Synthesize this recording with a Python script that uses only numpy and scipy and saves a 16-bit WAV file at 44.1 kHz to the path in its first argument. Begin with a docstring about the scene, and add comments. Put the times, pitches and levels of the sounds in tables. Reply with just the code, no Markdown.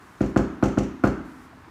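"""Five quick knuckle raps on an apartment door, heard from close by in a hallway.
Each rap sums noise bursts (tick, crack) with a filtered thud, its echoes and dying sines of the panel.
Longer, brighter noise bursts make the latch chatter; decaying noise makes the hallway ring on.
Behind them: two stretches of faint hiss, two soft sine bumps and steady shaped air noise."""
import sys
import numpy as np
from scipy import signal
from scipy.fft import rfft, irfft
from scipy.io import wavfile

SR = 44100
rng = np.random.default_rng(int(sys.argv[2]) if len(sys.argv) > 2 else 0)


def log_audio(samples):
    """Write samples as a 16-bit WAV file to the path given in sys.argv[1]."""
    # one column per channel
    frames = np.atleast_2d(samples).T
    # limit to full scale, then quantise
    limited = np.clip(frames, -1, 1)
    pcm = np.round(limited * 32767).astype(np.int16)
    wavfile.write(sys.argv[1], SR, pcm)


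N = 74970


def amp(db):
    """Decibels to amplitude."""
    return 10 ** (np.asarray(db) / 20)


def read(points, hz):
    """A curve joined by straight lines over log frequency."""
    f, value = np.transpose(points)
    return np.interp(np.log(hz + 1), np.log(f + 1), value)


def unit(x):
    """Scales to energy 1."""
    return x / np.sqrt(np.sum(x ** 2) + 1e-20)


def add(mix, start_s, sound):
    """Mixes a sound in place, cut at the end of the mix."""
    part = mix[round(start_s * SR):][:len(sound)]
    part += sound[:len(part)]


def through(x, response):
    """Convolution cut to the scene's length."""
    return signal.fftconvolve(x, response)[:N]


def knocks():
    """Knuckles tick on the paint and crack on the door's skin; the whole panel follows."""
    # Each row: start in seconds, strength in dB, gain of crack and skin in dB, gain of tick in dB.
    blows = [(0.2064, -2.5, -14.5, 0), (.3615, .5, -1, -4), (0.6261, -.5, -2, -0.5),
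             (0.7738, -2, -8.5, -3.5), (1.0374, 0, 2.5, 5)]
    # Each row: frequency in Hz, crack level in dB.
    crack_spectrum = [(200, -0.5), (500, 9.5), (750, -1.5), (950, -2), (1400, 2), (1900, -13), (2600, -23),
                      (4000, -32), (16000, -46)]
    # Each row: frequency in Hz, tick level in dB.
    tick_spectrum = [(500, 13), (1500, 11), (2400, 3.5), (3500, -9.5), (4400, -4), (7000, -14),
                     (10000, -20.5), (16000, -28)]
    crack_level_db, tick_level_db = 2.5, -12.5
    soft_hz, soft_share = 514, 0.36  # a soft knuckle wakes less of the panel above soft_hz

    out = np.zeros(N)
    body = panel()
    skin_ring = skin()
    lowpass = signal.butter(4, soft_hz, fs=SR, output="sos")
    low = signal.sosfiltfilt(lowpass, body)
    high = body - low
    for start_s, strength_db, crack_db, tick_db in blows:
        crack, tick = np.zeros((2, N))
        add(crack, 0, amp(crack_level_db) * burst(crack_spectrum, decay_s=0.016))
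        add(tick, 0, burst(tick_spectrum, decay_s=0.055))
        crack_in_hall = hallway(crack, early_db=-4, late_db=-7)
        tick_in_hall = hallway(tick, early_db=4, late_db=1.5)
        add(out, start_s, amp(strength_db) * (low + amp(soft_share * crack_db) * high))
        add(out, start_s, amp(crack_db) * clack())
        add(out, start_s, amp(crack_db) * (skin_ring + crack_in_hall))
        add(out, start_s, amp(tick_level_db + tick_db) * tick_in_hall)
    return out


def burst(spectrum, decay_s):
    """Short impact: decaying noise forced to the spectrum, decayed again, softened by contact rise."""
    contact_s = 0.00044
    t = np.arange(SR // 10) / SR
    hz = np.fft.rfftfreq(len(t), 1 / SR)
    z = rfft(rng.standard_normal(len(t)) * amp(-60 * t / decay_s))
    phase = z / (abs(z) + 1e-9)
    shaped = irfft(phase * amp(read(spectrum, hz)), len(t))
    rise = 1 - np.exp(-(t / contact_s) ** 2)
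    return unit(shaped * amp(-20 * t / decay_s) * rise)


def panel():
    """The door's answer to one blow: a thud, its echoes, the modes and a low boom."""
    # Each row: delay in seconds, signed share of the dulled thud.
    echoes = [(0.0093, 0.15), (0.0148, 0.072), (0.0189, 0.08), (0.0255, 0.17), (0.0281, 0.27),
              (0.0305, -0.16), (0.0426, 0.38), (0.052, -0.12), (0.0702, 0.14)]
    # Door modes. Each row: frequency in Hz, level in dB, T60 in seconds.
    door_modes = [(55.93, -21.5, 0.31), (77.3, -32, 0.57), (101, -20, 0.19), (118.8, -19.5, 0.18),
                  (137.7, -22.5, 0.34), (202.3, -19, 0.4), (232.1, -30.5, 0.63), (381, -24.5, 0.45),
                  (412.3, -33, 0.48), (512, -24.5, 0.24), (547, -31.5, 0.31), (645, -38, 0.44),
                  (761.6, -41, 0.41), (816.6, -29, 0.16)]
    # Hallway standing waves. Each row: frequency in Hz, level in dB, T60 in seconds.
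    standing_waves = [(173.5, -30, 0.67), (220.3, -40.5, 1.18), (257.3, -36.5, 1.46), (269.4, -30.5, 0.73),
                      (292.8, -32, 0.98), (307.4, -37, 1.02), (320.8, -26.5, 0.67), (343.8, -29.5, 0.59)]
    # Each row: frequency in Hz, boom level in dB.
    boom_spectrum = [(50, -23), (150, -33), (220, -12), (300, -0.5), (400, 4), (480, 1.5), (700, -2.5),
                     (1000, -9), (2000, -42)]
    delay_s = 0.006  # blow to thud centre
    echo_cutoff_hz, boom_db = 600, 0

    pulse = thud(delay_s)
    dull = signal.sosfilt(signal.butter(1, echo_cutoff_hz, fs=SR, output="sos"), pulse)
    out = np.zeros(N)
    add(out, 0, pulse)
    for echo_s, share in echoes:
        add(out, echo_s, share * dull)
    modes = ring(door_modes, rise_s=0.0012) + ring(standing_waves, rise_s=0.028)
    add(out, delay_s, modes)
    boom = unit(through(tail(), colour(boom_spectrum)))
    add(out, delay_s, amp(boom_db) * boom)
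    return out


def thud(delay_s):
    """The panel's first push: a zero-phase pulse of set spectrum under a Gaussian window."""
    # Each row: frequency in Hz, level in dB before windowing.
    thud_spectrum = [(40, -45), (110, -12), (200, 1), (300, 12.5), (450, -11.5), (680, 0.5), (950, -30.5),
                     (1400, -23), (2200, -62), (5000, -85)]
    peak_db, sigma_s = -2, 0.0063
    t = np.arange(SR // 10) / SR
    hz = np.fft.rfftfreq(len(t), 1 / SR)
    shift = np.exp(-2j * np.pi * hz * delay_s)
    pulse = irfft(amp(read(thud_spectrum, hz)) * shift, len(t))
    pulse *= np.exp(-((t - delay_s) / sigma_s) ** 2 / 2)
    pulse *= np.minimum(2 * t / delay_s, 1)
    return pulse * amp(peak_db) / abs(pulse).max()


def ring(modes, rise_s):
    """Exponentially dying sines with a common build-up."""
    t = np.arange(N) / SR
    rise = 1 - np.exp(-t / rise_s)
    return rise * sum(amp(db - 60 * t / t60_s) * np.cos(2 * np.pi * hz * t) for hz, db, t60_s in modes)


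def skin():
    """Upper modes of the door's skin, louder under hard knuckles."""
    # Each row: frequency in Hz, level in dB, T60 in seconds.
    skin_modes = [(438.5, -36.5, 0.24), (607, -53, 0.15), (689.5, -42.5, 0.53), (764, -44, 0.38),
                  (1053.6, -34.5, 0.29), (1061, -37.5, 0.15), (1190, -39, 0.23), (1295, -44, 0.68),
                  (1327, -52, .45), (1328, -46.5, 1), (1455, -46, .45), (1564, -47, .3), (2650, -68, .4),
                  (4300, -52, 0.34)]
    return ring(skin_modes, rise_s=0.0042)


def clack():
    """A few cycles of the door's skin under a Gaussian, just after the contact."""
    hz, peak_db, delay_s, width_s = 1408, -17, 0.00525, 0.0018
    t = np.arange(SR // 20) / SR - delay_s
    return amp(peak_db) * np.exp(-(t / width_s) ** 2) * np.sin(2 * np.pi * hz * t)


def latch():
    """The bolt clacks against its plate as the door springs back."""
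    # Each row: start in seconds, relative level in dB.
    rattles = [(0.2152, -8.5), (0.2415, -15), (0.2606, -12.5), (.3740, 1), (.3935, -20), (0.637, 0),
               (0.6561, -5), (0.683, -8.5), (0.7841, 0.5), (0.8333, -9.5), (1.0495, -10), (1.0730, -6)]
    # Each row: frequency in Hz, level in dB.
    latch_spectrum = [(600, -17), (2000, 4.5), (2900, 4), (3700, -3), (5000, -5), (6000, 4), (7200, 1),
                      (8500, -11), (11000, -18.5), (16000, -29)]
    level_db = -12
    out = np.zeros(N)
    for start_s, db in rattles:
        add(out, start_s, amp(level_db + db) * burst(latch_spectrum, decay_s=0.07))
    return hallway(out, early_db=-13, late_db=-5)


def hallway(x, early_db, late_db):
    """A sound with its quick scatter from the doorway and the long ring of the hallway."""
    early_t60_s, rise_s = 0.18, 0.0046
    t = np.arange(N) / SR
    rise = 1 - np.exp(-t / rise_s)
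    early = unit(rng.standard_normal(N) * amp(-60 * t / early_t60_s) * rise)
    return x + through(x, amp(early_db) * early + amp(late_db) * tail())


def tail():
    """Diffuse reflections: random signs that build up, then die band by band."""
    # Each row: frequency in Hz, T60 in seconds.
    decay = [(60, 1), (150, 1), (290, 0.62), (500, 0.45), (900, 0.73), (1400, 0.92), (2500, 0.72),
             (6500, 0.46), (14000, 0.26)]
    rise_s = 0.0046
    hz, t, z = signal.stft(rng.choice([-1., 1.], N), SR, nperseg=256)
    t60_s = read(decay, hz)[:, None]
    x = signal.istft(z * amp(-60 * t / t60_s), SR, nperseg=256)[1][:N]
    return unit(x * (1 - np.exp(-np.arange(N) / SR / rise_s)))


def colour(spectrum):
    """Minimum-phase pulse: the most compact causal one with this spectrum."""
    hz = abs(np.fft.fftfreq(8192, 1 / SR))
    log_gain = np.log(amp(read(spectrum, hz)))
    response = np.exp(np.conj(signal.hilbert(log_gain)))
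    return unit(np.fft.ifft(response).real[:len(log_gain) // 2])


def faint_hiss():
    """A faint band of filtered noise, raised around the first knock and again after the last."""
    # Each row: start in seconds, end in seconds, RMS level in dB.
    stretches = [(0, 0.336, -67), (1.244, 1.49, -66.5)]
    fade_in_s, fade_out_s = 0.0092, 0.03
    t = np.arange(N) / SR
    band = signal.butter(1, [3500, 10000], "bandpass", fs=SR, output="sos")
    hiss = signal.sosfilt(band, rng.standard_normal(N))
    level = np.zeros(N)
    for start_s, end_s, db in stretches:
        fade_in = np.clip((t - start_s) / fade_in_s, 0, 1)
        fade_out = np.clip((end_s - t) / fade_out_s, 0, 1)
        level += amp(db) * fade_in * fade_out
    return hiss / hiss.std() * level


def bumps():
    # Each row: centre in seconds, frequency in Hz, level in dB, 1/e half-width in seconds.
    soft_bumps = [(1.533, 675, -43.5, 0.0043), (1.680, 319, -41.5, 0.0065)]
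    t = np.arange(N) / SR
    out = np.zeros(N)
    for centre_s, hz, db, width_s in soft_bumps:
        envelope = np.exp(-((t - centre_s) / width_s) ** 2)
        out += amp(db) * envelope * np.sin(2 * np.pi * hz * (t - centre_s))
    return out


def air():
    """Steady air noise of the building: white noise shaped in frequency."""
    # Each row: frequency in Hz, relative level in dB.
    air_spectrum = [(15, -60), (25, -12), (80, -1.5), (184, -6.5), (276, -4), (393, -9.5), (528, -16),
                    (638, -14.5), (1100, -7), (1250, -10), (1600, -11.5), (2970, -25.5), (15900, -44)]
    rms_db = -49
    gain = amp(read(air_spectrum, np.fft.rfftfreq(N, 1 / SR)))
    z = rfft(rng.standard_normal(N)) * gain
    return amp(rms_db) * np.sqrt(N) * unit(irfft(z, N))


def scene():
    """All sources summed to one channel."""
    return (knocks() + latch() + faint_hiss() + bumps() + air())[None]


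def record(dry):
    """The microphone's bass roll-off, a soft knee on the highest peaks and the band limit."""
    knee, edge_hz = 0.73, 15600  # knee in full scale
    x = signal.sosfilt(signal.butter(5, 42, "highpass", fs=SR, output="sos"), dry)
    x = x / (1 + (x / knee) ** 6) ** (1 / 6)
    lowpass = signal.firwin(511, edge_hz, window=("kaiser", 9), fs=SR)
    return signal.oaconvolve(x, lowpass[None], "same")


dry = scene()
out = record(dry)
log_audio(out)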